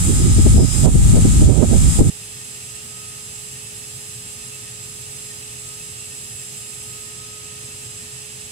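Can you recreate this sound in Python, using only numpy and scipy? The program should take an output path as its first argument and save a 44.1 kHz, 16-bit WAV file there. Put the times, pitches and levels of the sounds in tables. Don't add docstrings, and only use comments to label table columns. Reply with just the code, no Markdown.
import sys
import numpy as np
from scipy import signal
from scipy.fft import rfft, irfft
from scipy.io import wavfile
from scipy.ndimage import uniform_filter1d

SR = 44100
rng = np.random.default_rng(int(sys.argv[2]) if len(sys.argv) > 2 else 0)


def waveform_to_disk(signal):
    frames = np.transpose(np.atleast_2d(signal))
    scaled = np.clip(frames, -1, 1) * 32767
    samples = np.round(scaled).astype(np.int16)
    wavfile.write(sys.argv[1], SR, samples)


N = 375291
TIME = np.arange(N) / SR
FREQS = np.maximum(np.arange(N // 2 + 1) * SR / N, 1)
CHANGE_S = 2.099
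PORT_SPACING_S = .00048


def from_db(db):
    return 10 ** (np.asarray(db) / 20)


def in_time(rows):
    times, *columns = np.transpose(rows)
    return np.array([np.interp(TIME, times, column) for column in columns])


def colour(rows):
    hz, *columns = np.transpose(rows)
    return from_db([np.interp(np.log(FREQS), np.log(hz), column) for column in columns])


def white():
    return rfft(rng.standard_normal((2, N))) * np.sqrt(SR / 2)


def drift(rate_hz):
    pole = np.exp(-200 * np.pi * rate_hz / SR)
    noise = rng.standard_normal(N // 100 + 1002)
    slow = signal.lfilter([1], [1, -2 * pole, pole * pole], noise)[1000:]
    slow /= np.sqrt(np.mean(slow ** 2))
    return np.interp(np.arange(N) / 100, np.arange(len(slow)), slow)


def swell(at_s, half_length_s):
    return np.exp(-np.minimum(((TIME - at_s) / half_length_s) ** 2, 50))


def treble_change(sound, edge_hz, db):
    treble = irfft(rfft(sound) / (1 + (edge_hz / FREQS) ** 8), N)
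    return treble * (from_db(db) - 1)


def air_noise(gain, direct, lag_ms):
    delay = np.exp(-2j * np.pi * FREQS * lag_ms / 1000)
    all_round = np.sinc(2 * FREQS * PORT_SPACING_S)
    alike = direct * delay + (1 - direct) * all_round
    right, left_only = white()
    left = alike * right + np.sqrt(np.maximum(1 - abs(alike) ** 2, 0)) * left_only
    return irfft(gain * np.array([left, right]), N)


# (time [s], speed [turns per s])
FAN_SPEED = [(0, 60.42), (2.09, 60.41), (2.11, 60.33), (4.6, 60.365), (8.5, 60.335)]


def shaft_angle():
    return 2 * np.pi * np.cumsum(in_time(FAN_SPEED)[0]) / SR


def cavity(hz, half_width_hz, left_db, right_db, flutter_db):
    gain = from_db([[left_db], [right_db]]) / (1 + ((FREQS - hz) / half_width_hz) ** 2)
    return air_noise(gain, direct=0.86, lag_ms=0.372) * from_db(flutter_db * drift(24))


def fan_tone(angle, per_turn, level_db):
    shake = min(.08 + .0022 * per_turn, .3)
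    phase = per_turn * angle + rng.uniform(0, 2 * np.pi)
    port_phases = [phase - per_turn * 0.089, phase]
    wave = [(1 + shake * drift(18)) * np.sin(p + shake * drift(6.8)) for p in port_phases]
    return from_db(level_db) * np.array(wave) * np.sqrt(2 / (1 + shake ** 2))


def fan_tones(angle, table):
    return sum(fan_tone(angle, round(per_turn), [[left], [right]]) for per_turn, left, right in table)


# (frequency [Hz], left and right relative level [dB])
NEAR_HISS = [(1120, -75, -73.5), (2300, -71.5, -72), (3800, -72, -69.5), (5100, -69.5, -78.5),
             (6280, -64, -78.5), (7160, -60.5, -58.5), (7700, -58.5, -58), (8360, -63, -60.5),
             (9140, -70, -60), (9520, -69, -68.5), (10320, -75, -64.5), (11830, -78, -78),
             (14500, -84, -85), (15600, -88.1, -95.4)]
# (pitch [waves per turn], left and right relative level [dB])
NEAR_TONES = [(14, -52, -53), (20, -55, -54), (42, -64, -59), (56, -54, -67), (63, -65, -54),
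              (98, -52, -71), (112, -46, -54), (126, -43, -37), (168, -61, -53)]
# (time [s], level change [dB])
DOOR_SHADE = [(0.08, 3.5), (0.3, -1), (0.8, 2), (1.25, -0.5), (1.6, -0.4), (1.95, 2.5)]
# (level [dB]), left then right
NEAR_WHINE = [
    [-45],
    [-44.5],
]
# (time [s], left level [dB], right level [dB])
NEAR_WHISTLE = [(0.02, -43, -54), (0.43, -36, -40), (0.51, -44, -54), (0.6, -30, -56), (0.83, -33, -54),
                (0.93, -54, -48), (1.62, -46, -49), (1.88, -38, -50), (2.07, -38, -50)]


def near_fan(angle):
    hiss = air_noise(colour(NEAR_HISS), direct=0.17, lag_ms=0.25)
    hiss += cavity(hz=8770, half_width_hz=120, left_db=-103, right_db=-58, flutter_db=4)
    fan = hiss + from_db(1.0) * fan_tones(angle, NEAR_TONES)
    fan += treble_change(fan, edge_hz=7800, db=in_time(DOOR_SHADE))
    whine = fan_tone(angle, per_turn=21, level_db=NEAR_WHINE)
    whistle = fan_tone(angle, per_turn=84, level_db=in_time(NEAR_WHISTLE))
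    return from_db(0.65) * fan + whine + whistle


def turbulence(spectrum):
    lumps = irfft(white() * colour(spectrum), N)
    power = uniform_filter1d(uniform_filter1d(lumps ** 2, size=1500), size=1500)
    return lumps / np.sqrt(power)


# (frequency [Hz], relative level [dB])
WIND_COLOUR = [(12, -6), (25, -17), (45, 3.5), (75, 1), (130, -2.5), (220, -12.5), (350, -24), (500, -38),
               (900, -48.5), (2000, -106)]
# (time [s], left and right relative level [dB])
WIND_STRENGTH = [(0.02, -17.5, -15), (0.62, -5.5, -8), (0.72, -42, -15), (0.82, -13, -10.5),
                 (0.87, -17, -10), (0.97, -5.5, -7.5), (1.34, -10.5, -13.5), (1.47, -6, -1.5),
                 (1.57, -38, -9), (1.64, -15, -11), (1.89, -12.5, -7), (1.94, -12, -39), (1.99, -16, -8.5),
                 (2.07, -10, -6)]


def wind():
    flow = turbulence(WIND_COLOUR)
    flutter_db = 4 * np.array([drift(13.7), drift(13.7)])
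    flow += treble_change(flow, edge_hz=210, db=flutter_db)
    return from_db(in_time(WIND_STRENGTH)) * flow


# (frequency [Hz], relative level [dB])
GUST_COLOUR = [(40, 1), (120, 3.5), (250, -1), (380, -7), (550, -16), (800, -24), (1100, -38), (1600, -47),
               (3000, -84)]
# (time [s], thud level [dB], half length [s], port [0 left, 1 right], extra rush [dB])
GUSTS = [(0.101, -13.5, 0.03, 1, -11), (0.249, -10.5, 0.053, 1, -19), (0.391, -8, 0.012, 0, -5),
         (0.467, -6, 0.014, 0, 1), (0.565, -11, .03, 0, -6), (0.595, -3.5, 0.022, 1, 3.5),
         (0.638, -2, 0.015, 1, -9), (0.87, 0, 0.024, 1, 5.5), (0.959, -5.5, .011, 0, 2),
         (1.147, -3.5, 0.011, 0, -7), (1.176, -5.5, 0.019, 0, 2), (1.256, -2, 0.0079, 1, -11),
         (1.426, -3.5, 0.0092, 1, 0), (1.448, -12, 0.035, 0, 0), (1.512, -6.5, 0.036, 1, 5),
         (1.594, -4, 0.025, 1, 5.5), (1.631, -2.5, 0.017, 1, 8.5), (1.733, -6, 0.039, 1, 1),
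         (1.994, -7, 0.01, 1, 5), (2.013, 2, 0.014, 0, -6), (2.046, -10.5, 0.043, 1, -2.5)]


def gusts():
    thud = turbulence(GUST_COLOUR)
    out = np.zeros((2, N))
    for at_s, level_db, half_length_s, port, rush_db in GUSTS:
        side = int(round(port))
        hit = thud[side] + treble_change(thud[side], edge_hz=470, db=rush_db)
        out[side] += from_db(level_db) * swell(at_s, half_length_s) * hit
    return out


# (frequency [Hz], left level [dB])
HINGE_TONES = [(3430, -30), (5200, -37), (7000, -21), (8850, -38)]


def hinge():
    wobbly_time = np.cumsum(1 + 0.014 * drift(144)) / SR
    squeak = sum(from_db(db) * np.sin(2 * np.pi * hz * wobbly_time) for hz, db in HINGE_TONES)
    return squeak * swell(at_s=1.447, half_length_s=0.005) * from_db([[0], [-14]])


# (frequency [Hz], left and right relative level [dB])
FAR_HISS = [(450, -87, -86.5), (1350, -85, -84.5), (1870, -80, -82.5), (2380, -83.5, -77.5),
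            (2840, -80, -77.5), (5250, -79, -78.5), (7550, -73.5, -81.5), (7500, -93, -69),
            (8080, -82, -64.5), (8210, -89, -70.5), (11150, -83, -76.5), (13000, -91.5, -86.5),
            (14500, -88, -90.5), (15600, -92, -98)]
# (frequency [Hz], half width [Hz], left and right relative level [dB], flutter [dB])
CAVITIES = [(1835, 16, -79, -74, 3.8), (2630, 38, -73.5, -72.5, 3), (2864, 190, -79.5, -80, 2),
            (6560, 190, -92, -74.5, 2), (7800, 310, -78.5, -73, -5), (7880, 57, -94, -65, -1),
            (8730, 106, -70, -70.5, 2.5)]


def far_hiss():
    bass_cut = FREQS / (FREQS + 60)
    hiss = air_noise(colour(FAR_HISS) * bass_cut, direct=0.29, lag_ms=0.311)
    return hiss + sum(cavity(*row) for row in CAVITIES)


# (pitch [waves per turn], left and right relative level [dB])
FAR_TONES = [(9, -67, -68), (10, -71, -68), (12, -69, -72), (14, -66, -65), (20, -69, -63), (28, -67, -64),
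             (35, -71, -65), (36, -69, -67), (39, -70, -63), (43, -66, -61), (49, -71, -65), (63, -67, -66),
             (70, -75, -62), (84, -51, -52), (91, -65, -68), (112, -61, -53), (119, -59, -57),
             (126, -44, -44), (154, -78, -62), (161, -76, -63), (168, -61, -46), (175, -71, -63),
             (252, -75, -77)]
# (time [s], left level [dB], right level [dB])
FAR_HUM = [(2.25, -52.0, -57), (5.54, -50, -53), (6.31, -52.0, -55.5), (7.15, -50, -51),
           (8.41, -51.5, -51.5)]
# (time [s], left level [dB], right level [dB])
FAR_WHINE = [(2.25, -64.0, -70), (2.81, -56, -63), (3.02, -47.5, -64), (3.86, -75, -59), (4.56, -53.0, -63),
             (4.84, -63, -56), (5.47, -67.0, -58.5), (5.68, -50, -65), (5.96, -56.5, -66),
             (6.24, -59.5, -70), (6.59, -60, -55.5), (7.36, -74, -49), (7.71, -65, -55), (8.41, -68, -62)]
# (time [s], level change [dB])
FAR_TREBLE = [(2.2, 0), (5.9, 0), (6.5, 0.5), (6.95, 0.5), (7.25, -3), (7.8, -0.5), (8.4, -1.3)]


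def far_fan(angle):
    hiss = far_hiss()
    treble_db = in_time(FAR_TREBLE) + 0.37 * drift(1.2)
    hiss += treble_change(hiss, edge_hz=8200, db=treble_db)
    tones = fan_tones(angle, FAR_TONES)
    tones += fan_tone(angle, per_turn=7, level_db=in_time(FAR_HUM))
    tones += fan_tone(angle, per_turn=21, level_db=in_time(FAR_WHINE))
    waver_db = 0.7 * np.array([drift(0.91), drift(1.8)])
    tones += treble_change(tones, edge_hz=6300, db=1.7 * treble_db + waver_db + 1.0)
    return hiss + tones


# (frequency [Hz], relative level [dB])
RUMBLE = [(22, -92.7), (35, -83), (55, -73), (68, -73.5), (95, -67), (125, -61.5), (160, -73.5),
          (190, -72.5), (215, -79), (234, -72), (280, -83), (370, -80.5)]


def rumble():
    treble_cut = 1 / np.sqrt(1 + (FREQS / 370) ** 8)
    gain = colour(RUMBLE) * treble_cut * from_db([[.5], [-.5]])
    return air_noise(gain, direct=0.28, lag_ms=0.59)


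# (time [s], pitch [Hz], relative level [dB], half length [s])
CHIRPS = [(2.785, 2730, -47, 0.04), (4.544, 2650, -43, 0.024), (4.676, 1850, -54, 0.042),
          (6.02, 2760, -46, .035)]


def chirps():
    out = np.zeros(N)
    for at_s, hz, level_db, half_length_s in CHIRPS:
        pitch_hz = hz * (1 + 0.017 * drift(41.6))
        tone = np.sin(2 * np.pi * np.cumsum(pitch_hz) / SR)
        out += from_db(level_db) * swell(at_s, half_length_s) * tone
    return out * from_db([[-1], [3]])


def scene():
    angle = shaft_angle()
    windy = near_fan(angle) + wind() + gusts() + hinge()
    sheltered = far_fan(angle) + rumble() + chirps()
    changed = .5 + .5 * np.tanh((TIME - CHANGE_S) / .0015)
    return (1 - changed) * windy + changed * sheltered


def limiter(sound, limit_db=-5, share=0.85, detect_s=0.0083, release_db_per_s=34):
    power = uniform_filter1d(sound ** 2, size=int(detect_s * SR)).max(axis=0)
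    level_db = 10 * np.log10(np.maximum(power, 1e-12))
    cut_db = share * np.maximum(level_db - limit_db, 0)
    release_db = release_db_per_s * TIME
    held_db = np.maximum.accumulate(cut_db + release_db) - release_db
    return sound * from_db(-uniform_filter1d(held_db * (TIME < CHANGE_S), size=200))


def record(dry):
    cutoff_hz = 15780
    limited = limiter(dry)
    rounded = limited / (1 + limited ** 6) ** (1 / 6)
    top_cut = .5 - .5 * np.tanh((FREQS - cutoff_hz) / 30)
    return irfft(rfft(rounded) * top_cut, N)


dry = scene()
out = record(dry)
waveform_to_disk(out)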